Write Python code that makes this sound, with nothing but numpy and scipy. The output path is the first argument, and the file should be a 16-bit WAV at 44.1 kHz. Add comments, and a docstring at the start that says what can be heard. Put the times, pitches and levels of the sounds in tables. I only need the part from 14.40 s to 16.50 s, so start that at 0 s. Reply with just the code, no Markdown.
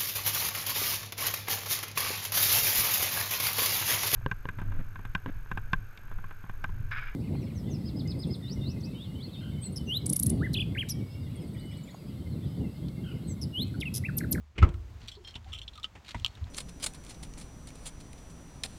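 """Inside a parked car, a door touches its latch and shuts with a thump that booms in the cabin.
Someone moves about with a bunch of keys: they strike each other and jingle in short bursts.
Clothes rustle, things knock on the trim, rub with a squeak or ring hollow, and near the end
a hard object clicks sharply and bounces. The hand-held microphone rumbles over a faint hiss."""
import sys
import numpy as np
from scipy import signal
from scipy.fft import rfft, irfft
from scipy.io import wavfile
from scipy.ndimage import uniform_filter1d

SR = 44100
rng = np.random.default_rng(int(sys.argv[2]) if len(sys.argv) > 2 else 0)


def to_wav(sig):
    """Store sig (one row per channel, or 1-D mono) as 16-bit WAV at the path in sys.argv[1].

    Samples outside -1..1 are clipped; the rate is SR.
    """
    pcm = np.clip(np.atleast_2d(sig), -1, 1) * 32767
    pcm = np.round(pcm).astype(np.int16)
    wavfile.write(sys.argv[1], SR, pcm.T)  # frames by channels


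N = 92610
T = np.arange(N) / SR


def amp(db):
    """Turn decibels into a number to multiply by."""
    return 10 ** (np.asarray(db) / 20)


def unit(x):
    """Scale a sound to an average power of 1."""
    return x / np.sqrt(np.mean(x ** 2) + 1e-20)


def add(out, start, x):
    """Mix a sound in at its start time, in seconds."""
    i = int(np.clip(start * SR, 0, N - 1))
    out[i:i + len(x)] += x[:N - i]


def through(x, response):
    """Pass a sound through an object, given how that object answers one tap."""
    return signal.fftconvolve(x, response)[:len(x)]


def colour(points, size=2048):
    """Make a tap of energy 1 whose low and high tones are as strong as the table says."""
    hz, db = np.array(points).T
    f = np.maximum(np.arange(size // 2 + 1) * SR / size, 1)
    gain = amp(np.interp(np.log(f), np.log(hz), db))
    cepstrum = irfft(np.log(gain))
    # folding this in half packs the energy at the start of the tap
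    cepstrum[1:size // 2] *= 2
    cepstrum[size // 2 + 1:] = 0
    response = irfft(np.exp(rfft(cepstrum)))
    return response / np.linalg.norm(response)


def ring(modes, size=22050):
    """The notes of a tapped object; each fades by 60 dB in its ring time, t60."""
    t = T[:size]
    return sum(amp(db) * np.sin(2 * np.pi * hz * t) * np.exp(-np.log(1000) * t / t60)
               for hz, db, t60 in modes)


def vary(modes, detune, scatter_db):
    """No two strikes ring alike: the pitch and strength of each note shift a little."""
    chance = rng.standard_normal((len(modes), 2))
    return [(hz * (1 + detune * a), db + scatter_db * b, t60)
            for (hz, db, t60), (a, b) in zip(modes, chance)]


def swell(rise, fade):
    """A loudness shape that climbs in a straight line, then dies away."""
    t = T[:int((rise + 8 * fade) * SR) + 2]
    return np.minimum(t / rise, 1) * np.exp(-np.maximum(t - rise, 0) / fade)


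def grains(shape, spread_db, size=32768):
    """Many tiny touches of uneven strength that follow a loudness shape."""
    noise, strength = rng.standard_normal((2, size))
    uneven = amp(spread_db * np.repeat(strength, 16)[:size])
    return shape * np.resize(noise * uneven, len(shape))


def fill(x, shape):
    """Give a sound the same energy as its loudness shape."""
    return x * np.linalg.norm(shape) / (np.linalg.norm(x) + 1e-20)


def burst(shape, body, spread_db):
    """A puff of noise: tiny touches heard through an object."""
    return fill(through(grains(shape, spread_db), body), shape)


def push(length):
    """A soft shove: half a sine wave that adds up to 1."""
    force = np.sin(np.pi * np.minimum(T[:SR // 20] / length, 1))
    return force / force.sum()


# how loud the rumble is over time: t/s, level/dB
RUMBLE_LEVEL = [(0, -41), (.11, -91), (.13, -66), (.17, -45), (.29, -37.5), (.36, -34.5), (.44, -42.5),
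                (.58, -46), (.72, -53), (.94, -57), (1.02, -49.5), (1.14, -44.5), (1.23, -49), (1.3, -51),
                (1.5, -57), (1.7, -65), (1.8, -41), (1.92, -54), (2.1, -46)]
# tone colour of the rumble: f/Hz, level/dB
RUMBLE_COLOUR = [(12, -32), (30, -7), (45, -2), (58, 1.5), (80, 0), (110, -8.5), (160, -33), (330, -27.5),
                 (500, -42.5), (1500, -64)]
def rumble():
    """A hand holding the microphone makes a deep noise that comes and goes."""
    low = through(rng.standard_normal(N), colour(RUMBLE_COLOUR, size=16384))
    low /= np.sqrt(uniform_filter1d(low ** 2, size=3500))  # even out chance swells
    return low * amp(np.interp(T, *np.array(RUMBLE_LEVEL).T))


# how loud the hiss is over time: t/s, level/dB
HISS_LEVEL = [(0, -65), (.15, -67.5), (.36, -60), (.58, -58), (.8, -61.5), (.88, -57), (1.0, -61),
              (1.1, -58.5), (1.25, -60), (1.34, -58), (1.52, -60.5), (1.8, -57.5), (2.1, -56.5)]
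# tone colour of the hiss: f/Hz, level/dB
HISS_COLOUR = [(40, 9), (150, 10), (400, -3.5), (900, -1), (1500, -5.5), (3000, -10), (7000, -16),
               (9500, -27), (15500, -28)]
def hiss():
    """Faint noise that drifts up and down in level."""
    noise = through(rng.standard_normal(N), colour(HISS_COLOUR))
    return noise * amp(np.interp(T, *np.array(HISS_LEVEL).T))


def hum(hz=74, db=-53.5, end_s=0.12, fade_s=0.008):
    """A low note that stops just before the door shuts."""
    return amp(db) * unit(np.sin(2 * np.pi * hz * T)) * np.clip((end_s - T) / fade_s, 0, 1)


# the door hits latch and frame: t/s, level/dB, rise/s, fade/s, latch ring above the hit/dB
DOOR_HITS = [(0.15, -54, 0.016, 0.022, -9), (.178, -31.5, 0.0049, 0.0075, -33),
             (0.186, -35, 0.0015, 0.014, -30), (0.217, -39.5, 0.0015, 0.0068, -3),
             (0.2227, -29, 0.0043, 0.013, 7), (.246, -46, 0.0022, 0.014, 4),
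             (0.276, -52, 0.0042, 0.025, -10), (0.3415, -50.5, 0.00087, 0.0048, -1)]
# tone colour of those hits: f/Hz, level/dB
DOOR_HIT_COLOUR = [(100, -11), (200, 4.5), (350, 8.5), (600, -6.5), (1000, -8.5), (1600, -8), (2100, 1.5),
                   (2800, -4.5), (3500, -13), (5500, -23), (8000, -30), (15000, -62)]
# notes of the latch: f/Hz, level/dB, ring time/s
LATCH_NOTES = [(1212, -5, 0.05), (1300, 2.5, 0.06), (1335, -7, 0.035)]
# air pushed ahead of the closing door: t/s, level/dB, push length/s
DOOR_AIR = [(0.184, -30.5, 0.0041), (0.201, -23.5, 0.0051), (0.2186, -15, 0.0038)]
# tone colour of the shuddering panels: f/Hz, level/dB
SHUDDER_COLOUR = [(35, -25.5), (65, 1), (120, 9.5), (200, -2), (330, -8.5), (500, -11.5), (750, -18.5),
                  (1000, -14.5), (1600, -22.5), (3000, -41), (8000, -62)]
# deep notes of the boom: f/Hz, level/dB, ring time/s
BOOM_NOTES = [(35.4, -17, 0.33), (57.4, -9, 0.17), (75.9, 1, 0.13), (89, -1, 0.078), (132, -7, 0.13),
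              (198, -7.5, 0.062), (323.5, -13, 0.3), (345.2, -9, 0.41)]
def door(shut_s=.2295):
    """The latch catches and rings, the door lands, the cabin booms and the panels shudder."""
    out, force = np.zeros((2, N))
    crack, latch = colour(DOOR_HIT_COLOUR), ring(LATCH_NOTES)
    for start, db, rise, fade, latch_db in DOOR_HITS:
        shape = swell(rise, fade)
        add(out, start, amp(db) * burst(shape, crack, spread_db=2.6))
        strike = grains(shape ** 4, spread_db=4.5)  # shorter than the hit itself
        add(out, start, amp(db + latch_db) * fill(through(strike, latch), shape))
    for start, db, length in DOOR_AIR:
        add(force, start, amp(db) * push(length))
    add(force, shut_s, amp(-9) * push(0.0036))  # the door lands
    shudder = burst(swell(rise=0.0056, fade=0.038), colour(SHUDDER_COLOUR), spread_db=1.5)
    add(out, shut_s, amp(-24.5) * shudder)
    return out + through(force, ring(BOOM_NOTES))


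# keys touch each other: t/s, level/dB, f/Hz, rattle fade/s, tick above the touch/dB
KEY_TOUCHES = [(0.2902, -55, 3230, 0.0042, 8), (0.3411, -53.5, 3080, 0.0029, 3),
               (0.676, -53, 3300, 0.015, 12), (0.6832, -43, 4500, 0.0061, -1),
               (0.687, -43.5, 4030, 0.0058, 2.5), (0.7163, -54, 3500, 0.016, 5),
               (0.752, -51, 4200, 0.0091, -13), (0.8398, -70.5, 3450, 0.013, 8),
               (0.8478, -45.5, 3160, 0.0068, -21), (0.8712, -55, 3240, 0.016, -12),
               (.883, -55, 4100, 0.0061, -16), (0.908, -57, 4260, 0.0049, 4),
               (0.9406, -46, 2900, 0.011, -8), (0.955, -32.5, 3220, 0.0048, -15.5),
               (0.964, -42, 3200, 0.0033, -7), (1.121, -46.5, 3330, 0.021, -11),
               (1.1303, -32.5, 3310, 0.003, -8), (1.1337, -36.5, 3250, 0.0093, -4),
               (1.146, -35.5, 3240, 0.0075, -8.5), (1.161, -40, 2970, 0.0037, -9),
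               (1.1755, -43.5, 3140, 0.008, -7), (1.1866, -44, 4030, 0.005, 2),
               (1.191, -40.5, 3170, 0.0044, -10), (1.2162, -37, 3340, 0.0058, -9),
               (1.2315, -46.5, 3450, 0.008, -5), (1.2786, -32, 3590, 0.0027, -18.5),
               (1.2812, -40, 3420, 0.0054, -19), (1.3338, -56, 4100, 0.018, -2.5),
               (1.355, -53, 3660, 0.0059, 4.5), (1.3765, -48.5, 4080, 0.0058, 1),
               (1.398, -54.5, 5260, 0.0031, 5.5), (1.431, -39, 3820, 0.007, -4.5),
               (1.4426, -25, 3050, 0.0048, -21), (1.453, -40, 3300, 0.0025, -18),
               (1.6893, -46, 2930, 0.0016, 3), (1.709, -48.5, 4280, 0.0022, 5),
               (1.797, -48, 3470, 0.0034, 3), (1.867, -41.5, 3100, 0.0063, -1.5),
               (1.88, -51, 3370, .003, 7), (1.9522, -48.5, 3780, 0.0021, 1.5),
               (2.0425, -47.5, 4200, 0.00077, 2)]
# tone colour of the bright tick: f/Hz, level/dB
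TICK_COLOUR = [(200, -66), (1200, -14), (1800, 1), (2600, 4.5), (3300, 14), (4200, 6), (4900, -8),
               (5600, 5), (6400, -5), (7400, 0), (9000, -5), (10500, -13), (15500, -12.5)]
# notes of the whole bunch: f/Hz, level/dB, ring time/s
BUNCH_NOTES = [(2900, -4, .03), (3230, 0, .04), (3520, -2, .035), (4250, -5, .03), (5320, -10, .03),
               (5900, -12, .025), (7300, -12, .02)]
def key_rattle(size=6000, width_hz=560):
    """Each touch is a strike and a quick rattle: one key sounds its pitch, the bunch rings faintly."""
    out, t = np.zeros(N), T[:size]
    tick = colour(TICK_COLOUR)
    soften = signal.butter(1, 10000, fs=SR, output="sos")
    for start, db, hz, fade, tick_db in KEY_TOUCHES:
        shape = np.exp(-t / fade)
        touches = unit(grains(np.ones(size), spread_db=5)) * shape
        touches[0] += 2.6  # the first strike
        touches = signal.sosfilt(soften, touches)
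        key = np.sin(2 * np.pi * hz * t) * t * np.exp(-np.pi * width_hz * t)
        bunch = ring(vary(BUNCH_NOTES, detune=.035, scatter_db=4), size=size)
        for body, part_db in [(key, -1), (tick, tick_db), (bunch, -10)]:
            add(out, start, amp(db + part_db) * fill(through(touches, body), shape))
    return out


# rustles and key scrapes: t/s, level/dB, rise/s, fade/s
CRACKLES = [(.595, -58, 0.018, 0.088), (.683, -50, 0.0029, 0.0098), (0.8733, -48.5, 0.0023, 0.02),
            (0.949, -48, 0.004, 0.0044), (1.044, -57.5, 0.0011, 0.0089), (1.078, -60, 0.0089, 0.044),
            (1.442, -41, 0.0018, 0.0066), (1.645, -54.5, 0.003, 0.013), (1.658, -51.5, 0.0054, 0.011),
            (1.677, -52, 0.0018, 0.0049), (1.6818, -42, 0.00062, 0.0037), (1.6896, -42.5, .0007, 0.0099),
            (1.706, -43.5, 0.002, 0.012), (1.762, -58.5, 0.002, 0.13)]
# tone colour of their crackle: f/Hz, level/dB
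CRACKLE_COLOUR = [(300, -2), (900, -12.5), (1400, -3.5), (2800, 1), (4300, 2), (5200, -6.5), (7000, -10),
                  (10000, -21), (15500, -33)]
def crackles():
    """Short swells of fine crackle: rustling, and the scrape of the loudest key clinks."""
    out, body = np.zeros(N), colour(CRACKLE_COLOUR)
    for start, db, rise, fade in CRACKLES:
        add(out, start, amp(db) * burst(swell(rise, fade), body, spread_db=5))
    return out


# knocks on trim and seat: t/s, boom level/dB, push length/s, clatter level/dB, clatter fade/s
KNOCKS = [(.607, -55, 0.0022, -53, 0.029), (0.633, -42.5, 0.0039, -63, 0.026),
          (0.956, -48, 0.0016, -44, 0.015), (0.981, -52, 0.0017, -76, .01),
          (1.072, -39.5, 0.0076, -55.5, 0.058), (1.552, -81, 0.0013, -45, 0.019),
          (1.7448, -45, 0.0018, -34.5, 0.01), (1.749, -33, 0.0039, -46, 0.019),
          (1.768, -41.5, 0.0048, -74, 0.013), (1.815, -39, 0.0053, -64, 0.012),
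          (1.972, -56, 0.0025, -46.5, 0.011), (2.012, -31.5, 0.0094, -57, 0.016),
          (2.0245, -29.5, 0.0081, -59, 0.025), (2.068, -61, 0.0026, -54, 0.022)]
# low notes of the trim, the panels that line the car: f/Hz, level/dB, ring time/s
TRIM_NOTES = [(84.3, 6, 0.11), (109.5, 0, 0.29), (156.5, -6.5, 0.16), (228.6, -2.5, 0.17)]
# tone colour of the clatter: f/Hz, level/dB
CLATTER_COLOUR = [(80, 11), (200, 5), (380, -2), (560, -10.5), (760, -2.5), (960, 1), (1300, -7.5),
                  (2000, -4), (3000, -9.5), (4500, -19.5), (8000, -26), (15000, -54)]
def knocks():
    """Soft bumps make the trim boom, each with a short clatter."""
    out, force = np.zeros((2, N))
    clatter = colour(CLATTER_COLOUR)
    for start, boom_db, length, clatter_db, fade in KNOCKS:
        add(force, start, amp(boom_db) * push(length))
        add(out, start, amp(clatter_db) * burst(swell(0.0013, fade), clatter, spread_db=0.51))
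    return out + through(force, ring(TRIM_NOTES))


# notes of two keys that hang free: f/Hz, level/dB, ring time/s
BRIGHT_KEY = [(3090, -7, .1), (3300, 0, .09), (3450, -3, .11), (4360, -11, .17), (5276, -19, .17),
              (6223, -17, .11), (7680, -17, .08), (9028, -17, .06)]
MELLOW_KEY = [(3200, 0, .1), (3235, -5, .14), (3700, -11, .09), (4210, -6, .1), (5286, -9, .11),
              (5520, -11, .07)]
# those keys are struck: t/s, level/dB, which key
KEY_CHIMES = [(.7135, -43.5, BRIGHT_KEY), (.728, -50, BRIGHT_KEY), (.751, -56, BRIGHT_KEY),
              (.846, -46.5, MELLOW_KEY), (.870, -45.5, MELLOW_KEY), (0.881, -46.5, MELLOW_KEY)]
def key_chimes(rise_s=.005):
    """Keys that hang free ring on clearly after they are struck."""
    out = np.zeros(N)
    for start, db, notes in KEY_CHIMES:
        chime = ring(vary(notes, detune=.008, scatter_db=3))
        add(out, start, amp(db) * chime * np.minimum(T[:len(chime)] / rise_s, 1))
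    return out


def jingle():
    """Rattle and chimes together; such small pieces of metal give off little bass."""
    bass_cut = signal.butter(3, 2400, "high", fs=SR, output="sos")
    return signal.sosfilt(bass_cut, key_rattle() + key_chimes())


# things rub together: t/s, level/dB, f/Hz, rise/s, fade/s
SQUEAKS = [(0.769, -49.5, 399, 0.0054, 0.021), (0.796, -53.5, 356, 0.0094, 0.02),
           (0.769, -63.5, 963, 0.004, 0.022), (1.058, -52.5, 780, 0.0093, 0.014),
           (1.355, -56, 1294, 0.0033, 0.013), (1.377, -46.5, 1254, 0.0065, 0.013)]
def squeaks(wobble=.04):
    """Rubbing makes brief tones with an unsteady pitch."""
    out = np.zeros(N)
    for start, db, hz, rise, fade in SQUEAKS:
        shape = swell(rise, fade)
        wander = unit(uniform_filter1d(rng.standard_normal(N), size=150))[:len(shape)]
        pitch_hz = hz * (1 + wobble * wander)
        tone = np.sin(2 * np.pi * np.cumsum(pitch_hz) / SR)
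        add(out, start, amp(db) * shape * unit(tone))
    return out


# taps on hollow objects: t/s, level/dB, f/Hz, ring time/s
HOLLOW_TAPS = [(1.131, -48, 1272, 0.091), (1.442, -41.5, 1280, 0.084), (1.69, -48.5, 1272, 0.074),
               (1.746, -33, 963, .045)]
def hollow_taps():
    """A hollow object rings with one short note when something knocks against it."""
    out = np.zeros(N)
    for start, db, hz, t60 in HOLLOW_TAPS:
        add(out, start, ring([(hz, db, t60)]))
    return out


# a hard object clicks and bounces: t/s, level/dB, crack above the click/dB
CLICKS = [(1.847, -12.5, -13.5), (1.8533, -25, -16), (1.8624, -20, -7)]
# notes of its thin ring: f/Hz, level/dB, ring time/s
CLICK_NOTES = [(1270, -31, .1), (3262, -32, .1), (4342, -36, .19)]
# tone colours of its clean snap and its noisy crack: f/Hz, level/dB
SNAP_COLOUR = [(300, -62), (700, -27), (1100, -15.5), (1350, -32), (1600, -38), (2300, -24), (2750, 0),
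               (3150, 3), (3900, -8.5), (4250, -5.5), (4700, -17.5), (5800, -15.5), (6300, -35),
               (7000, -37), (10000, -34.5), (15500, -36)]
CRACK_COLOUR = [(300, -24), (2000, -6.5), (3000, 12), (5700, -4.5), (6400, -9), (7500, -3), (10000, -21),
                (13200, -35), (15500, -34)]
def clicks(tone_hz=3206, tone_db=-6.5, ring_s=.008):
    """A hard object strikes: a snap, a strong tone that dies fast, a thin metal ring and a crack."""
    out, crack, snap = np.zeros(N), colour(CRACK_COLOUR), colour(SNAP_COLOUR)
    tone = ring([(tone_hz, tone_db, ring_s)])
    tone *= np.minimum(T[:len(tone)] * tone_hz, 1)  # fade in over one wave
    click = tone + ring(CLICK_NOTES)
    shape = swell(rise=.0001, fade=.0014)
    for start, db, crack_db in CLICKS:
        add(out, start, amp(db) * snap / np.abs(snap).max())
        add(out, start, amp(db) * click)
        add(out, start, amp(db + crack_db) * burst(shape, crack, spread_db=2.9))
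    return out


def cabin(x, size=6000, echo_db=-18.5, ring_s=.064):
    """Glass and trim add many quick echoes; the bass passes as it is."""
    t = T[:size]
    echoes = rng.standard_normal(size) * np.exp(-np.log(1000) * t / ring_s) * (t > .002)
    echoes = signal.sosfilt(signal.butter(2, 400, "high", fs=SR, output="sos"), echoes)
    return x + amp(echo_db) * through(x, echoes / np.linalg.norm(echoes))


def scene():
    """The background plus all the sounds that echo in the cabin, in one channel."""
    background = rumble() + hiss() + hum()
    events = door() + knocks() + jingle() + hollow_taps() + clicks() + crackles() + squeaks()
    return (background + cabin(events))[None]


def record(dry):
    """The recorder cuts the deepest bass and the highest treble."""
    bass_cut = signal.butter(3, 28, "high", fs=SR, output="sos")
    treble_cut = signal.ellip(10, .1, 80, 15900, fs=SR, output="sos")
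    return signal.sosfilt(treble_cut, signal.sosfilt(bass_cut, dry))


dry = scene()
out = record(dry)
to_wav(out)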